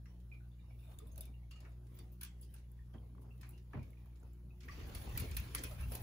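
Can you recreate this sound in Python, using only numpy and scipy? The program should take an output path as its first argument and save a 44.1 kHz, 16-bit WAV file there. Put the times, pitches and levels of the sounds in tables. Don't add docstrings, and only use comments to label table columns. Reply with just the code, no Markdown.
import sys
import numpy as np
from scipy import signal
from scipy.fft import rfft, irfft, next_fast_len
from scipy.io import wavfile
from scipy.ndimage import map_coordinates

SR = 44100
rng = np.random.default_rng(int(sys.argv[2]) if len(sys.argv) > 2 else 0)


def inscribe(sig):
    pcm = np.round(np.clip(np.atleast_2d(sig).T, -1, 1) * 32767)
    wavfile.write(sys.argv[1], SR, pcm.astype(np.int16))


def decibels_to_gain(level_db):
    exponent = np.asarray(level_db, float) / 20
    return 10 ** exponent


N = 265658
FFT_LENGTH = next_fast_len(N)
BIN_HZ = np.maximum(np.fft.rfftfreq(FFT_LENGTH, 1 / SR), 1)

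# [harmonic_number, level_db]
HUM = [(1, -51.5), (2, -57.5), (3, -67), (4, -82.5), (5, -79), (6, -78), (8, -96.5)]
# [time_s, level_db]
HUM_SWELL = [(0, -1.5), (.6, -2.5), (1.2, -2), (2.1, -1), (2.6, -3), (3.3, -1), (3.9, -2.5), (4.2, -3.5),
             (4.7, -1), (6.02, 1.5)]

AIR = [(25, -100), (45, -92), (80, -83.5), (160, -90.5), (300, -100), (500, -109), (1000, -117),
       (2000, -121), (4000, -126), (7000, -127), (10000, -124), (13000, -124), (15650, -124), (15850, -150)]
RUMBLE = [(20, -45), (36, 2.5), (70, 5.5), (100, 0), (160, -10.5), (260, -21), (400, -35)]
BODY = [(120, -5), (220, -2), (450, -4.5), (900, -11.5), (1300, -18)]
FEATHERS = [(600, -33), (1000, 0.5), (2500, 1), (4000, -4.5), (7600, -11.5), (8300, -33)]
SHEEN = [(7000, -30), (7700, -7), (8700, 0), (10000, -3), (11200, -4.5), (14000, 1), (15650, -3),
         (15850, -40)]
LOW_TICK = [(700, -28), (1100, -13), (1500, -11.5), (2500, -7.5), (3200, -22)]
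MID_TICK = [(1900, -27), (2600, 0.5), (4500, -0.5), (7600, -4), (8600, 5)]
HIGH_TICK = [(6800, -30), (7800, -5), (9000, 0), (11000, -2), (14000, 0), (15600, -5), (16000, -22),
             (16700, -32)]

# [centre_s, length_s, level_db, brightness_db]
SHIFTS = [(0.113, 0.075, -81, -0.5), (0.342, 0.049, -78.5, -2.5), (0.647, 0.39, -86.5, 0),
          (0.71, 0.023, -78, -1), (0.87, 0.2, -78.5, 7), (0.917, 0.046, -72, 0.5), (1.11, 0.36, -78, -4),
          (1.28, 0.036, -88, 3), (1.652, 0.12, -79, -3.5), (1.743, 0.19, -88.5, -7.5),
          (1.983, 0.14, -75.5, 1.5), (2.044, 0.15, -80.5, -4.5), (2.396, 0.086, -80.5, -3),
          (2.548, 0.071, -77, 5), (2.884, 0.31, -86, -2), (3.006, 0.12, -90.5, -18),
          (3.23, 0.16, -87.5, -14), (3.38, .1, -90, 8), (3.498, 0.12, -73.5, 0), (3.825, 0.17, -74.5, -3),
          (4.003, 0.057, -80, -1), (4.066, 0.04, -86, -11), (4.164, 0.23, -83.5, 0), (4.26, 0.09, -91, -14)]
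# [time_s, level_db, brightness_db]
SWING = [(4.54, -85.5, 1), (4.63, -73.5, 0), (4.7, -64.5, -2.5), (4.78, -60, -8), (4.85, -58, -8.5),
         (4.89, -59.5, -3), (4.93, -59.5, -7), (5.0, -59, 1), (5.12, -57.5, -2), (5.25, -55.5, -0.5),
         (5.34, -62.5, 0.5), (5.45, -59.5, -0.5), (5.53, -59.5, -3), (5.62, -58, 0), (5.7, -61, 6),
         (5.77, -62.5, 2), (5.82, -57.5, 1.5), (5.88, -64, 3), (5.93, -56.5, 6.5), (5.99, -61.5, 2),
         (6.02, -57.5, 4)]
SWING_MEAN_DB = -59
# [centre_s, length_s, level_db]
THUMPS = [(.97, 0.16, -60), (1.13, 0.2, -55), (2.0, 0.12, -60), (2.8, 0.14, -63), (4.3, 0.27, -70),
          (4.84, 0.12, -50.5), (4.97, 0.037, -45.5), (5.1, 0.11, -47.5), (5.16, 0.032, -40),
          (5.22, 0.022, -37.5), (5.36, 0.14, -45), (5.42, 0.017, -43.5), (5.55, 0.024, -73),
          (5.68, 0.027, -70), (5.81, 0.1, -46.5), (5.865, 0.053, -40.5), (6.02, 0.067, -46)]

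# [start_s, level_db, wood_db]
CLICKS = [(.9872, -50, 5.5), (1.1588, -58.5, 12), (1.1782, -45.5, 5.5), (1.2078, -40.5, 1.5),
          (1.2543, -53, 7), (2.247, -50, 1), (2.7162, -62.5, -2), (3.379, -73, 16), (3.4907, -52.5, -9),
          (3.5074, -59, -8), (3.5634, -78, 4), (3.9043, -63, -19), (4.0573, -67, -1), (4.332, -67, -15.5),
          (4.878, -72, -4), (5.1975, -42, -9), (5.3688, -43, 1), (5.9505, -50, 0), (1.9875, -73, 3),
          (2.2315, -45, 0), (5.5486, -33, 11)]
# [start_s, level_db, wood_db]
STEPS = [(1.5095, -59.5, 9.5), (1.6025, -63, 7.5), (1.717, -78, 11), (1.8673, -72.5, 7), (1.9415, -69.5, 2),
         (1.951, -72, 1), (1.9714, -78, 17), (1.9866, -62, 7), (2.2103, -46.5, 3), (2.231, -45, 2.5),
         (2.5386, -55.5, 1), (3.4106, -58, 5), (3.5763, -69.5, 10), (3.8283, -66.5, 6.5),
         (4.229, -72.5, -3), (4.9478, -44.5, 4), (5.1744, -39, 5.5), (5.199, -40, 1), (5.313, -57, 13),
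         (5.3465, -53, 3), (5.3661, -37.5, 3), (5.5814, -48, 10), (5.6354, -37.5, 0.5), (5.9186, -47, 2.5),
         (5.9504, -41.5, -1)]
# [start_s, level_db, dullness_db]
SCRAPES = [(.1999, -73, -11), (1.2294, -61, 1), (1.5584, -61.5, 5), (2.248, -52, -2), (2.27, -61, -5),
           (1.525, -66, 6), (2.425, -71, -5), (2.4454, -76, -2), (2.5604, -59.5, -3), (2.582, -64, -3),
           (3.4297, -60, 14.5), (3.4544, -81, 8), (4.1554, -67.5, -2), (4.6044, -57, 2.5),
           (4.631, -57.5, 5.5), (4.718, -63, 18), (5.558, -49, -3), (5.575, -57, -2), (5.71, -52, -7),
           (5.745, -60, -6), (5.895, -65, -11)]
# [start_s, level_db, edge_db]
TAPS = [
    (.057, -59, -0.5),
    (1.6502, -54.5, -9),
    (2.9382, -71, 10),
    (3.1513, -74, 2),
    (3.7336, -52, -9),
    (3.931, -68, -18),
    (3.969, -84, -3),
    (4.058, -73, 4),
    (4.6857, -51.5, 0),
    (5.5488, -41, -7),
]
# [start_s, level_db, wood_db]
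BRUSHES = [
    (1.0645, -67, -9),
    (1.1153, -68, -7),
    (2.12, -71, 3),
    (2.409, -61.5, -1),
    (2.428, -76.5, 14),
    (3.21, -69.5, 2),
    (5.79, -66, 5),
]
# [events, (low_db, mid_db, bright_db, length_ms), how the events' last column moves each band]
CONTACTS = [
    (CLICKS, (-27.5, -14, 6.5, 1.88), (1, 1, 0)),
    (STEPS, (-11.5, -6, 3.5, 4.5), (1, 1, 0)),
    (SCRAPES, (-9.5, -1.5, -9, 5), (1, 0, -1)),
    (TAPS, (0, -5, -15, 1.5), (0, 1, 1)),
    (BRUSHES, (-51, -10.5, 3.5, 15.5), (1, 1, 0)),
]

# [start_s, peak_db, pitch_hz]
PINGS = [(.316, -56, 2410), (0.346, -63.5, 2370), (.589, -75, 2360), (.93, -75, 3640), (1.0, -72, 3540),
         (1.001, -64, 1230), (1.02, -59.5, 410), (1.115, -68.5, 6510), (1.27, -69, 2340),
         (1.339, -69.5, 2780), (1.431, -75, 2210), (1.555, -68.5, 1270), (1.657, -65.5, 1385),
         (1.952, -61.5, 14700), (1.965, -78, 15000), (1.974, -77, 15200), (1.987, -72, 15000),
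         (1.99, -67.5, 3520), (1.99, -68, 4600), (1.558, -63, 2840), (1.605, -72, 4820), (2.42, -80, 3500),
         (2.43, -70, 4820), (2.49, -77, 3100), (2.54, -73, 1660), (2.545, -74, 1380), (2.555, -72, 850),
         (2.12, -62, 14650), (2.79, -67, 1810), (3.306, -67.5, 2700), (3.493, -60, 9040),
         (2.412, -54, 9070), (2.425, -73, 13800), (2.54, -58, 8660), (3.49, -72, 14000), (3.79, -63, 2410),
         (4.655, -68, 14100), (4.72, -65, 14000), (4.78, -60, 13900), (4.87, -63, 14100),
         (3.831, -73, 2470), (4.505, -67, 2573), (4.692, -52.5, 1155), (5.71, -58.5, 1300),
         (5.71, -54.5, 560), (4.695, -51, 1960), (5.368, -51, 2580), (5.643, -51.5, 2500),
         (5.827, -56, 2720), (5.918, -48, 507)]
# [start_s, peak_db, pitch_hz]
SNAPS = [(.987, -58, 3580), (1.515, -61.5, 4770), (1.56, -68, 4400), (1.99, -56, 7850), (1.99, -57, 10950),
         (5.16, -49, 1940), (5.592, -48, 6160), (.987, -57, 7070), (1.158, -66, 6300), (1.18, -62, 6400),
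         (1.18, -63, 3700), (1.208, -61.5, 4880), (2.938, -71, 1100), (2.982, -68, 3170),
         (3.035, -73, 1100), (3.095, -75, 1050), (3.15, -64, 1080), (3.181, -62.5, 1120), (3.22, -68, 1060),
         (3.249, -70, 1100), (4.059, -66.5, 1110), (4.2, -66.5, 7700), (4.23, -67, 1410),
         (4.232, -70.5, 6760), (4.332, -75, 7300), (4.683, -51, 1870), (4.688, -47.5, 1870),
         (5.368, -44.5, 4180), (5.549, -45, 1350), (5.549, -44.5, 1090), (5.56, -47, 1130),
         (4.949, -59, 10200), (5.919, -52, 11400), (3.736, -55, 950), (3.734, -65, 2330),
         (1.525, -65, 2770), (1.535, -66, 3600), (1.575, -69, 2700), (1.59, -65, 2800), (2.94, -61, 500),
         (2.95, -68, 800), (2.212, -54, 11000), (2.232, -56, 10400), (2.247, -67, 11000),
         (2.716, -71, 13300), (3.733, -50, 1200), (3.734, -53.5, 1720), (3.816, -68, 2350),
         (3.931, -65.5, 2160), (5.175, -31, 13900), (5.198, -46, 14800), (5.312, -46, 13400),
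         (5.312, -52, 8700), (5.312, -60, 6900), (5.369, -38, 14400), (5.369, -44, 10100),
         (5.4, -41, 14400), (5.555, -38.5, 10850), (5.638, -48, 10500), (5.809, -75, 1120),
         (5.81, -53.5, 10200), (5.919, -59, 1300), (5.951, -49, 12600), (5.951, -48.5, 7100),
         (6.008, -72, 1390)]
# [start_s, peak_db, pitch_hz]
SLIPS = [(0.058, -75.5, 5650), (.403, -70.5, 1494), (.516, -72.5, 3520), (.6, -75, 3700), (.745, -79, 2720),
         (.79, -74, 3580), (0.829, -70.5, 2450), (.87, -71.5, 3590), (.704, -67.5, 2290),
         (0.792, -74, 2680), (0.839, -72, 3700), (1.07, -73, 3560), (1.17, -62, 585), (1.2, -63, 614),
         (1.21, -60.5, 3630), (1.509, -60.5, 2800), (1.516, -68, 4490), (2.26, -62, 3300),
         (2.933, -73, 3200), (3.03, -78, 2150), (4.03, -81, 2370), (3.533, -68, 2780), (3.819, -68, 2240),
         (3.971, -70, 2400), (4.69, -66, 5670), (4.724, -63, 5800), (4.709, -63, 4700)]
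# [events, t60_s, width_hz, kick]
RINGS = [(PINGS, 0.16, 121, 1.326), (SNAPS, 0.02, 280, 1.287), (SLIPS, 0.28, 163, 1.287)]

# [start_s, peak_db, hardness (1 = hard)]
KNOCKS = [(.93, -60, 0.12), (1.039, -58, 0.13), (1.175, -51, 0), (1.52, -66, 0), (2.938, -50, 1.1),
          (3.029, -74, 1), (3.15, -73, 1.1), (3.249, -63.5, 1.3), (3.282, -61, 1.05), (3.737, -40.5, 0.99),
          (3.766, -44, 0.91)]
# [pitch_hz, level_db, t60_s]
LEDGE = [(93.8, 3, 0.22), (131.8, -1, 0.21), (182, -9, 0.19), (227, -4.5, 0.18), (274, -16.5, 0.31),
         (320, -12, 0.17), (410, -14, 0.22), (515, -17, 0.15), (617, -17.5, 0.1), (770, -21, 0.12),
         (915, -26, 0.15), (1045, -24, 0.21), (1270, -23, 0.069), (1650, -28, 0.048)]

# [pitch_hz, correlation]
LIKENESS = [(60, .95), (150, .9), (250, .8), (500, .4), (1000, .2), (2500, -.05), (6000, .2), (7100, .55),
            (7800, .99), (16000, .997)]
# [pitch_hz, left_minus_right_db]
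LEAN = [(60, .6), (150, -.4), (300, .5), (1000, .4), (2500, -.8), (4500, -3), (6100, -3.5), (7000, -1),
        (7700, 0)]
# [pitch_hz, left_lag_rad]
TURN = [(5500, 0), (6900, .45), (7700, 2.68), (9150, 3.42), (10350, 6.15), (11600, 6.4), (12700, 9.15),
        (13850, 9.68), (15250, 12.45), (16200, 12.57)]


def at_bins(points):
    hz, values = np.transpose(points)
    return np.interp(np.log(BIN_HZ), np.log(hz), values)


def in_time(rows):
    s, *columns = np.transpose(rows)
    return [np.interp(np.arange(N) / SR, s, c) for c in columns]


def colour(x, spectrum, unit=True):
    inside = (BIN_HZ > spectrum[0][0]) * (BIN_HZ < spectrum[-1][0])
    gain = decibels_to_gain(at_bins(spectrum)) * inside
    scale = 1 / np.sqrt(np.mean(gain ** 2)) if unit else np.sqrt(SR / 2)
    return irfft(rfft(x, FFT_LENGTH) * gain * scale, FFT_LENGTH)[:, :N]


def noise():
    return rng.standard_normal((2, N))


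def drift(rate_hz):
    r = np.exp(-2 * np.pi * rate_hz / SR)
    slow = signal.lfilter([1], [1, -2 * r, r * r], rng.standard_normal(N + SR))[SR:]
    return slow / slow.std()


def dying(clicks, t60_s):
    return signal.lfilter([1], [1, -decibels_to_gain(-60 / (t60_s * SR))], clicks + 1e-18)


def chance_field(hz, s, wide_hz, long_s):
    grid = np.meshgrid(hz / wide_hz, s / long_s, indexing="ij")
    field = map_coordinates(rng.standard_normal((400, 800)), grid, order=1, mode="wrap")
    return field / field.std()


def patches(x, patchy_db, wide_hz, long_s):
    hz, s, cells = signal.stft(x, SR, nperseg=512)
    depth_db = patchy_db / (1 + (hz[:, None] / 11000) ** 2)
    gain = decibels_to_gain(depth_db * chance_field(hz, s, wide_hz, long_s))
    return signal.istft(cells * gain / np.sqrt(np.mean(gain ** 2)), SR)[1][:, :N]


def swells(events, rest_db):
    t, power = np.arange(N) / SR, decibels_to_gain(2 * rest_db)
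    for s, length_s, db in events:
        power = power + decibels_to_gain(2 * db) * np.exp(-(2 * (t - s) / length_s) ** 2)
    return 10 * np.log10(power)


def with_swing(quiet_db, mean_db, share):
    swing_db = mean_db + share * (in_time(SWING)[0] - SWING_MEAN_DB)
    return 10 * np.log10(decibels_to_gain(2 * quiet_db) + decibels_to_gain(2 * swing_db))


def hum():
    mains_hz, skew_rad = 59.98, 0.12
    cycle = 2 * np.pi * mains_hz * np.arange(N) / SR - 1.05
    wave = np.zeros(N)
    for k, db in HUM:
        level = np.sqrt(2) * decibels_to_gain(db + 0.95 * k ** 0.76 * drift(2.8))
        wave += level * np.cos(k * cycle + skew_rad * (k * k - 1))
    return wave * decibels_to_gain(in_time(HUM_SWELL)[0])


def stirring():
    lumps = drift(7.0)
    body_db = swells([(s, n, db + 7 - bright_db) for s, n, db, bright_db in SHIFTS], rest_db=-88.5)
    feathers_db = swells([(s, n, db) for s, n, db, _ in SHIFTS], rest_db=-100)
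    sheen_db = swells([(s, n, db - 0.5 + bright_db) for s, n, db, bright_db in SHIFTS], rest_db=-96)
    layers = [
        (with_swing(body_db, -56.5, 0.98), BODY),
        (with_swing(feathers_db, SWING_MEAN_DB, 1), FEATHERS),
        (with_swing(sheen_db, -60 + in_time(SWING)[1], 1), SHEEN),
    ]
    rub = colour(noise(), AIR, unit=False)
    for db, spectrum in layers:
        grain_db = 0.7 * lumps + 1.5 * drift(70)
        rub += colour(noise() * decibels_to_gain(db - 3.0 + grain_db), spectrum)
    shake_db = with_swing(swells(THUMPS, rest_db=-73), -54.5, 0.93) + 0.5
    shake = colour(noise() * decibels_to_gain(shake_db), RUMBLE)
    return patches(rub, patchy_db=3.0, wide_hz=202.8, long_s=0.05) + shake


def ticks():
    room_t60_s, room_db = 0.23, -7.5
    out, t = np.zeros((2, N)), np.arange(SR // 12) / SR
    crackle = decibels_to_gain(1.2 * drift(640))
    # spectrum, share of the room's t60, tail dB
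    bands = [(LOW_TICK, 1.1, 3.5), (MID_TICK, 0.9, -2.5), (HIGH_TICK, 0.42, -13.0)]
    for k, (spectrum, share, tail_db) in enumerate(bands):
        burst = np.zeros(N + len(t))
        for events, (*band_db, length_ms), lean in CONTACTS:
            u = t / (length_ms / 1800)
            pulse = u * np.exp(1 - u)
            for s, db, tilt_db in events:
                level_db = db + band_db[k] + lean[k] * tilt_db - 7.0
                burst[round(s * SR):][:len(t)] += decibels_to_gain(level_db) * pulse
        power = burst[:N] ** 2
        tail = dying(power, room_t60_s * share / 2) * decibels_to_gain(2 * room_db + tail_db) / (0.0013 * SR)
        out += colour(noise() * np.sqrt(power * crackle ** 2 + tail), spectrum)
    return patches(out, patchy_db=3.0, wide_hz=149.3, long_s=0.069)


def pings():
    out, t = np.zeros((2, N + SR)), np.arange(SR // 3) / SR
    for events, t60_s, width_hz, kick in RINGS:
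        for s, peak_db, hz in events:
            r = np.exp(-np.pi * width_hz * (1 + (hz / 8000) ** 2) / SR)
            poles = [1, -2 * r * np.cos(2 * np.pi * hz / SR), r * r]
            rung = rng.standard_normal((2, len(t))) * decibels_to_gain(-60 * t / t60_s)
            rung[0, 0] = kick / np.sqrt(1 - r)
            for _ in range(2):
                rung = signal.lfilter([1 - r * r, 0, r * r - 1], poles, rung)
            out[:, round(s * SR):][:, :len(t)] += decibels_to_gain(peak_db + 2.5) * rung / np.abs(rung[0]).max()
    return out[:, :N]


def knocks():
    out, t = np.zeros((2, N + SR)), np.arange(SR // 3) / SR
    for s, db, hardness in KNOCKS:
        for hz, mode_db, t60_s in LEDGE:
            u = t / (0.013 * (90 / hz) ** 0.41)
            push = rng.standard_normal((2, len(t))) * u * np.exp(1 - u)
            r, w = decibels_to_gain(-60 / (t60_s * SR)), 2 * np.pi * hz / SR
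            rung = signal.lfilter([1, 0, -1], [1, -2 * r * np.cos(w), r * r], push)
            peak = np.abs(rung).max(axis=1, keepdims=True)
            softness_db = 8.0 * (1 - hardness) * np.log2(hz / 90)
            out[:, round(s * SR):][:, :len(t)] += rung / peak * decibels_to_gain(db + mode_db - softness_db)
    top = signal.butter(3, 2600, fs=SR, output="sos")
    return signal.sosfilt(top, out[:, :N])


def turned(ports):
    hz, s, cells = signal.stft(ports, SR, nperseg=512)
    moved_hz = hz[:, None] + 280 * chance_field(hz, s, wide_hz=900, long_s=0.045)
    turn = np.exp(-0.5j * np.interp(moved_hz, *np.transpose(TURN)))
    return signal.istft(cells * [turn, 1 / turn], SR)[1][:, :N]


def scene():
    paths = stirring() + ticks() + pings() + knocks()
    paths[0] += hum()
    shared, differing = rfft(paths, FFT_LENGTH)
    alike, lean = at_bins(LIKENESS), decibels_to_gain(at_bins(LEAN) / 2)
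    shared = shared * np.sqrt((1 + alike) / 2)
    differing = differing * np.sqrt((1 - alike) / 2)
    left = (shared + differing) * lean
    right = (shared - differing) / lean
    return turned(irfft(np.array([left, right]), FFT_LENGTH)[:, :N])


def band_limit(x):
    return signal.sosfilt(signal.butter(12, 16830, fs=SR, output="sos"), x)


def record(dry):
    cut = signal.cheby2(8, 40, 16900, fs=SR, output="sos")
    mix = signal.sosfilt(cut, dry)
    return band_limit(mix)


dry = scene()
out = record(dry)
inscribe(out)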